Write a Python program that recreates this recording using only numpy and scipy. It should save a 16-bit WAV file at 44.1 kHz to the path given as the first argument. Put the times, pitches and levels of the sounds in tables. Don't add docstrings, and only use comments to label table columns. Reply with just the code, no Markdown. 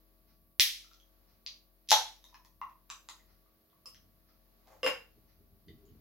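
import sys
import numpy as np
from scipy import signal
from scipy.fft import rfft, irfft
from scipy.io import wavfile
from scipy.ndimage import uniform_filter1d

SR = 44100
rng = np.random.default_rng(int(sys.argv[2]) if len(sys.argv) > 2 else 0)


def dump(signal):
    limited = np.clip(np.atleast_2d(signal).T, -1, 1)
    pcm = np.round(limited * 32767).astype(np.int16)
    wavfile.write(sys.argv[1], SR, pcm)


def volts_from_decibels(level):
    exponent = np.asarray(level, float) / 20
    return 10 ** exponent


N = 264644
t = np.arange(N) / SR

# freq_hz, level_db (per Hz)
METAL_COLOUR = [(200, -58), (500, -45), (900, -32.5), (1340, -26), (1900, -9), (2600, -6), (3500, 0.5),
                (4400, -2), (5700, 0), (6800, -11), (8600, -19.5), (11100, -12), (15500, -27)]


def unit(x):
    return x / np.sqrt(np.mean(x ** 2))


def decay(u, t60_s):
    return np.exp(-np.log(1000) * u / t60_s)


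def on_hz(points, size):
    freq_hz, value = np.transpose(points)
    bins_hz = np.arange(size // 2 + 1) * SR / size
    return np.interp(np.log(bins_hz + 1), np.log(freq_hz), value)


def noise(points, channels=1):
    white = rng.standard_normal((channels, N))
    return unit(irfft(rfft(white) * volts_from_decibels(on_hz(points, size=N)), N))


def walk(rate_hz):
    k = int(SR / rate_hz)
    return unit(uniform_filter1d(uniform_filter1d(rng.standard_normal(N), k), k))


def swells(rows, rise_s, fall_s):
    return sum(volts_from_decibels(db) * np.exp(np.minimum((t - s) / rise_s, (s - t) / fall_s)) for s, db in rows)


def click(points, tilt_db):
    tilt = [(hz, tilt_db * np.log2(hz / 3000)) for hz in (100, 20000)]
    ceps = irfft(np.log(volts_from_decibels(on_hz(points, size=1024) + on_hz(tilt, size=1024))))
    ceps[1:512] *= 2
    ceps[513:] = 0
    h = irfft(np.exp(rfft(ceps)))
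    return h / np.abs(h).max()


def burst(seconds):
    b = np.eye(1, 256)[0]
    for share in rng.uniform(.25, 1, 3):
        loop = np.zeros(2 + int(share * seconds * SR))
        loop[[0, -1]] = 1, .55
        b = signal.lfilter(loop[::-1], loop, b)
    return b


def ring(modes, tilt_db=0., rise=3.02, size=SR // 3):
    u = t[:size]
    out = 0
    for hz, db, t60_s in modes:
        level = volts_from_decibels(db + tilt_db * np.log2(hz / 1000))
        push = np.sin(np.pi / 2 * np.minimum(u * hz / rise, 1)) ** 2
        out = out + level * np.sin(2 * np.pi * hz * u) * decay(u, t60_s) * push
    return out


def add(out, s, db, pan_db, sound):
    i = int(s * SR)
    n = min(len(sound), N - i)
    out[:, i:i + n] += volts_from_decibels(db + np.array([[pan_db], [-pan_db]]) / 2) * sound[:n]


def air():
    # freq_hz, level_db (per Hz)
    air_colour = [(150, -35), (250, -15), (323, -13), (450, -11.5), (560, -17.5), (700, -11.5),
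                  (800, -17.5), (1150, -19), (1400, -20.5), (3200, -26), (4500, -22), (5800, -28),
                  (7500, -34), (10000, -59.5)]
    # freq_hz, level_db
    air_width = [(250, -7.5), (640, 2.5), (1400, 0.63)]
    mid, side = noise(air_colour, channels=2)
    side = irfft(rfft(side) * volts_from_decibels(on_hz(air_width, size=N)), N)
    return (mid + side * np.array([[1], [-1]])) * volts_from_decibels(-80 + 1.8 * walk(3))


def hum():
    overtones = [2, 3, 4, 5, 6, 7, 8, 9, 12, 14, 15, 16, 24.95]
    overtone_db = [-92.5, -89.5, -83.5, -83, -94.5, -80.5, -91, -89, -86, -84.5, -92.5, -89.5, -87.5]
    phase = 2 * np.pi * np.cumsum(45.6 * (1 + .0015 * walk(2))) / SR
    lull_db = -15 * np.exp(-((t - 3.666) / 0.15) ** 2)
    base_db = -69.5 + 0.12 * (t - t.mean()) + .6 * walk(1.6) + lull_db
    out = volts_from_decibels(base_db + np.array([[6.], [-3.]]) + 1.5 * walk(9)) * np.sin(phase)
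    for k, db in zip(overtones, overtone_db):
        offset = rng.uniform(0, 2 * np.pi) + rng.normal(0, 0.8, (2, 1))
        out = out + volts_from_decibels(db + 2 + 1.5 * walk(8.7)) * np.sin(k * phase + offset)
    return out


def clock():
    out = np.zeros((2, N))
    first_s, period_s, lag_s, step_db = .26, 1.0, .022, -78
    u = t[:4000]
    step = noise([(2500, -1.5), (3500, -6), (4500, 3), (5200, 3.0), (6300, -3.5), (7500, -55)])[0]
    land = noise([(800, -44), (1300, 12.0), (1900, -5.0), (2500, -31.0), (3500, -9.5), (5000, -27.5)])[0]
    for k, s in enumerate(first_s + period_s * np.arange(6)):
        part = slice(k * len(u), (k + 1) * len(u))
        add(out, s, step_db, 0, step[part] * (u / .025) * np.exp(1 - u / .025))
        add(out, s + lag_s, step_db + 10, 0, land[part] * np.exp(-u / 0.004))
    return out


def rumble():
    mid, side = noise([(45, -30.0), (70, 2.5), (110, -4.5), (160, -6), (230, -6.0), (300, -17.0),
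                       (500, -48), (1000, -95.5)], channels=2)
    return (mid + 0.34 * side * np.array([[1], [-1]])) * volts_from_decibels(0.83 * walk(20))


def sofa():
    # peak_s, level_db
    shifts = [(.3, -78), (2.6, -78), (3.25, -81.5), (4.05, -76.5), (4.85, -71)]
    return rumble() * (volts_from_decibels(-83 + 5.5 * walk(3)) + swells(shifts, rise_s=.2, fall_s=.2))


def thumps():
    # start_s, level_db
    jolts = [
        (.6, -65.5),
        (1.914, -57.5),
        (4.844, -56),
    ]
    out = np.zeros((2, N))
    for s, db in jolts:
        add(out, s, db, 0, ring([(90, -0.5, .15), (135, -2, 0.25), (227, -1, 0.12)], rise=0.88))
    return out


def pouring():
    # peak_s, level_db
    lurches = [(5.18, -67), (5.33, -78), (5.41, -64.5), (5.53, -63.5), (5.685, -54.5), (5.74, -60),
               (5.845, -68.5), (5.916, -57.5), (5.97, -63)]
    # peak_s, level_db
    gulps = [(5.18, -69), (5.41, -71), (5.46, -74), (5.55, -73), (5.702, -54.5), (5.787, -74), (5.842, -62),
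             (5.892, -64), (5.948, -65)]
    glug = noise([(200, -61.5), (320, 2.5), (355, -17.5), (405, 3.5), (460, -16), (900, -77.5)])
    slosh = rumble() * swells(lurches, rise_s=0.016, fall_s=0.044)
    return slosh + glug * swells(gulps, rise_s=0.015, fall_s=0.031)


def glass():
    # start_s, peak_db, hardness_db (per octave), thud_db, shell_db
    knocks = [
        (3.858, -68.5, 12, -1, 10),
        (4.831, -22.5, -1.56, -1.5, 0.5),
        (4.8448, -36, 4, 2, 13),
        (4.8635, -25, 2, 10, 0.5),
        (4.8757, -40.5, -17, 11, -20.5),
    ]
    # pitch_hz, level_db, t60_s
    glass_modes = [(1450, -2, 0.035), (2190, -2, 0.0424), (2800, 5.5, 0.11), (3030, 3, 0.031),
                   (3500, -15, 0.053), (5120, 0.5, 0.06), (5350, -14, 0.022), (7430, -12.5, 0.038),
                   (9620, -8.5, 0.018), (13200, -15, 0.023)]
    # pitch_hz, level_db, t60_s
    can_wall = [(474, -4, 0.17), (510.4, -4.5, 0.14), (527, 2, 0.05), (1128, 1.5, 0.037)]
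    # freq_hz, level_db (per Hz)
    thud_colour = [(150, -28), (300, 1), (490, -2), (1000, 3), (1600, 8), (2800, 3), (3900, 0.5),
                   (5100, -15), (6200, -3.5), (8500, -20), (11500, -7.5), (15500, -14)]
    # peak_s, level_db
    drags = [(4.678, -66), (4.727, -67)]
    out = np.zeros((2, N))
    for s, db, hard_db, thud_db, shell_db in knocks:
        modes = [(hz * rng.normal(1, .004), v, t60) for hz, v, t60 in glass_modes]
        twins = [(hz * rng.normal(1, 0.016), v, t60 / 2) for hz, v, t60 in glass_modes]
        sound = 0.096 * ring(modes, hard_db) + 0.22 * volts_from_decibels(1) * ring(twins, hard_db)
        sound += 0.36 * volts_from_decibels(shell_db) * ring(can_wall)
        thud = np.convolve(click(thud_colour, -2.5), burst(.0008))
        sound[:len(thud)] += volts_from_decibels(thud_db) * thud
        add(out, s, db, -0.5, sound)
    grit = noise([(250, -24.5), (600, 1), (1100, -6.5), (2200, -18.5), (3500, -26.5), (6500, -20), (8000, -31)])
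    return out + grit * volts_from_decibels(2 * walk(80)) * swells(drags, rise_s=0.0117, fall_s=0.045)


def tick(out, s, db, pan_db, modes, crack_db):
    lid = [(1500 * 5.0 ** a, -5.5 - 12 * b - 4 * a, 0.0083) for a, b in rng.random((24, 2))]
    crack = ring(lid, size=4096)
    crack[:1024] += click(METAL_COLOUR, -.8)
    crowd = []
    for hz, v, t60 in modes:
        for a, b in rng.random((3, 2)):
            crowd.append((hz * (1 + 0.052 * (a - .5)), v - 5 * b - 5, t60))
    add(out, s, db, pan_db, ring(crowd, size=4096) + volts_from_decibels(crack_db) * crack)


def finger_rings():
    # start_s, peak_db, pan_db (left minus right), pitch_hz, t60_s
    chinks = [(1, -57, -5, 3280, 0.018), (1, -60, 8, 6060, .012), (1.4632, -29, 5, 4760, 0.0064),
              (1.4635, -41, 0.5, 1060, 0.0064), (2.242, -59, 5, 6600, 0.011),
              (2.241, -49, 1.5, 3750, 0.021), (2.901, -45, 5, 6200, 0.021), (2.901, -50, 3, 7240, .015),
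              (2.286, -63, 2, 5350, 0.025), (2.344, -54, 0, 1670, 0.027), (2.346, -59, 8, 5350, .04),
              (3.088, -28, -3, 1106, 0.0072), (3.195, -54.5, -3.5, 1966, .011),
              (3.70, -64.5, -5.5, 3500, 0.0089), (3.858, -48, 4, 5270, .03), (3.862, -45, -8, 5170, 0.031),
              (3.886, -49, 0, 5350, 0.012), (3.946, -56.5, 0, 5720, 0.0051),
              (5.683, -59.5, -1, 2000, 0.038), (5.684, -56, 0, 3100, 0.017), (5.685, -58.5, 0, 3620, 0.039),
              (5.682, -55.5, 0, 4600, 0.0087), (5.855, -61, 7, 6760, 0.007), (5.881, -66, -1, 3020, 0.018)]
    out = np.zeros((2, N))
    for s, db, pan_db, hz, t60 in chinks:
        tick(out, s, db, pan_db, [(hz, 0, t60)], crack_db=-11)
    return out


def tab_taps():
    # start_s, peak_db, pan_db (left minus right), pitch_hz (lowest ring), crack_db (over the ring)
    taps = [(0.845, -59.5, -1, 1310, -16), (.913, -57.5, 5, 1337, -3), (2.241, -59, 0, 1000, -15),
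            (2.327, -54.5, 0, 990, -23), (2.3432, -46, 2.1, 1004, -3), (2.449, -56.5, 2, 1010, -3),
            (2.6145, -28, 2, 1086, -25), (2.697, -51.5, -8.5, 1020, -13.5), (2.895, -57.5, 1.1, 1204, 4),
            (2.901, -37.5, 2.5, 1112, 6), (3.46, -64.5, 0.4, 1143, -19.5), (3.729, -62.5, -1.5, 1110, -20),
            (3.856, -49.5, -6, 1137, -35), (3.946, -65.5, -1.5, 1250, 14.5)]
    # multiple of the lowest ring, level_db, t60_s
    tab_modes = [(1, 2, .024), (1.45, -8.5, .008), (1.8, -10, .016), (2.549, -15.5, 0.048),
                 (4.6, -38, 0.013), (5.45, -26, 0.024)]
    out = np.zeros((2, N))
    for s, db, pan_db, hz, crack_db in taps:
        bright_db = 0.29 * crack_db
        modes = [(k * hz, v + bright_db * np.log2(k), t60) for k, v, t60 in tab_modes]
        tick(out, s, db, pan_db, modes, crack_db)
    return out


def gas():
    out = np.zeros((2, N))
    hiss = noise(METAL_COLOUR)[0] * volts_from_decibels(walk(60))
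    for s, db in [(.5985, -33.5), (1.9185, -40.5)]:
        add(out, s, db, 0, hiss[:SR] * decay(t[:SR], 0.42))
    return out


def seal():
    # start_s, peak_db, pan_db (left minus right), tilt_db (per octave), treble_db
    snaps = [(0.5973, -1.5, -3, -2.5, 2.5), (0.6058, -3, 0, 19, 16), (.934, -45.5, -2, 4, -9),
             (1.4635, -27, -0.5, 0.5, -20), (1.8752, -52.5, -4, 0, -34), (1.907, -6.5, 7, 5.5, -6),
             (2.241, -41.5, 4, 16, -10), (2.4485, -44, 1, 17, -11), (2.9012, -40, -8, 0, 0),
             (3.088, -30.5, 2, -8, 13), (4.673, -55.5, -5.5, 0, 2.5), (1.9168, -6, 5, 6.5, -6)]
    # start_s, peak_db, pan_db (left minus right)
    tears = [(1.8876, -24.5, -0.5), (1.8896, -22, 2.4), (1.8938, -22.5, 5), (1.9005, -19, -7.5),
             (1.9032, -22.5, -4), (1.9117, -19.5, -2.5), (1.916, -37, 4)]
    # pitch_hz, level_db, t60_s
    pop_modes = [(650, -19, 0.0022), (840, -3.5, 0.011), (861, -1.5, .04), (1000, -3.5, 0.013),
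                 (1250, -2, 0.01), (1454, -11, 0.018), (3700, -17.5, 0.032), (3420, -16, 0.17),
                 (3930, -12.5, 0.1), (4340, -20.5, 0.22), (3760, 0.5, .012), (4100, -4.5, .02),
                 (5800, 1.5, .005)]
    out = np.zeros((2, N))
    events = [(*row, .14) for row in snaps]
    events += [(*row, 4, -5, 0.85) for row in tears]
    for s, db, pan_db, tilt_db, treble_db, ms in events:
        colour = [(hz, v + treble_db * (hz > 7000)) for hz, v in METAL_COLOUR]
        add(out, s, db, pan_db, np.convolve(click(colour, tilt_db), burst(ms / 1000)))
    no_bass = signal.butter(4, 540, "high", fs=SR, output="sos")
    add(out, snaps[-1][0], -15, 0, signal.sosfilt(no_bass, ring(pop_modes, rise=0.44)))
    return out


def room(x):
    # freq_hz, t60_s, left-right likeness (0-1)
    bands = [(125, 0.19, 1), (280, .2, 0.82), (490, 0.3, 0.2), (1000, 0.29, 0.8), (2000, 0.3, 0.4),
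             (4070, 0.31, 0), (7550, 0.3, 0.67), (14000, 0.28, 0.3)]
    # delay_s, left_db, right_db
    echoes = [(.0052, -4, -6), (.0072, -11, -10), (.0095, -8, -8), (.013, -11, -11), (.021, -11, -11)]
    u = t[:SR // 2]
    shared, *own = rfft(rng.standard_normal((3, len(u))))
    tail = 0
    for k, (hz, t60, like) in enumerate(bands):
        like = np.clip(like, 0, 1)
        band = on_hz([(row[0], float(j == k)) for j, row in enumerate(bands)], size=len(u))
        both = np.sqrt(like) * shared + np.sqrt(1 - like) * np.array(own)
        tail = tail + irfft(both * band, len(u)) * decay(u, t60)
    tail = tail * np.clip((u - .004) / 0.0046, 0, 1)
    h = volts_from_decibels(3) * tail / np.sqrt(np.sum(tail ** 2, axis=1, keepdims=True))
    for s, *sides_db in echoes:
        i = int(s * SR)
        for side, db in enumerate(sides_db):
            h[side, i:i + 256] += volts_from_decibels(db) * burst(.0007)
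    return signal.fftconvolve(x.mean(axis=0, keepdims=True), h, axes=1)[:, :N]


def scene():
    near = glass() + finger_rings() + tab_taps() + gas() + seal()
    direct = np.array([np.roll(near[0], 1), near[1]])
    background = air() + hum() + sofa() + thumps()
    return background + pouring() + direct + room(near + clock())


def band_limit(x):
    return signal.sosfilt(signal.butter(12, 16790, fs=SR, output="sos"), x)


def record(dry):
    # freq_hz, level_db (per Hz)
    hiss_colour = [(4000, -31), (8000, -20), (10000, -6.5), (12000, 3), (14000, 1), (16000, 1.5)]
    hissy = dry + volts_from_decibels(-72) * noise(hiss_colour)
    soft = 1.7 * np.tanh(hissy / 1.7)
    top = signal.ellip(8, .2, 70, 15900, fs=SR, output="sos")
    return band_limit(signal.sosfilt(top, soft))


dry = scene()
out = record(dry)
dump(out)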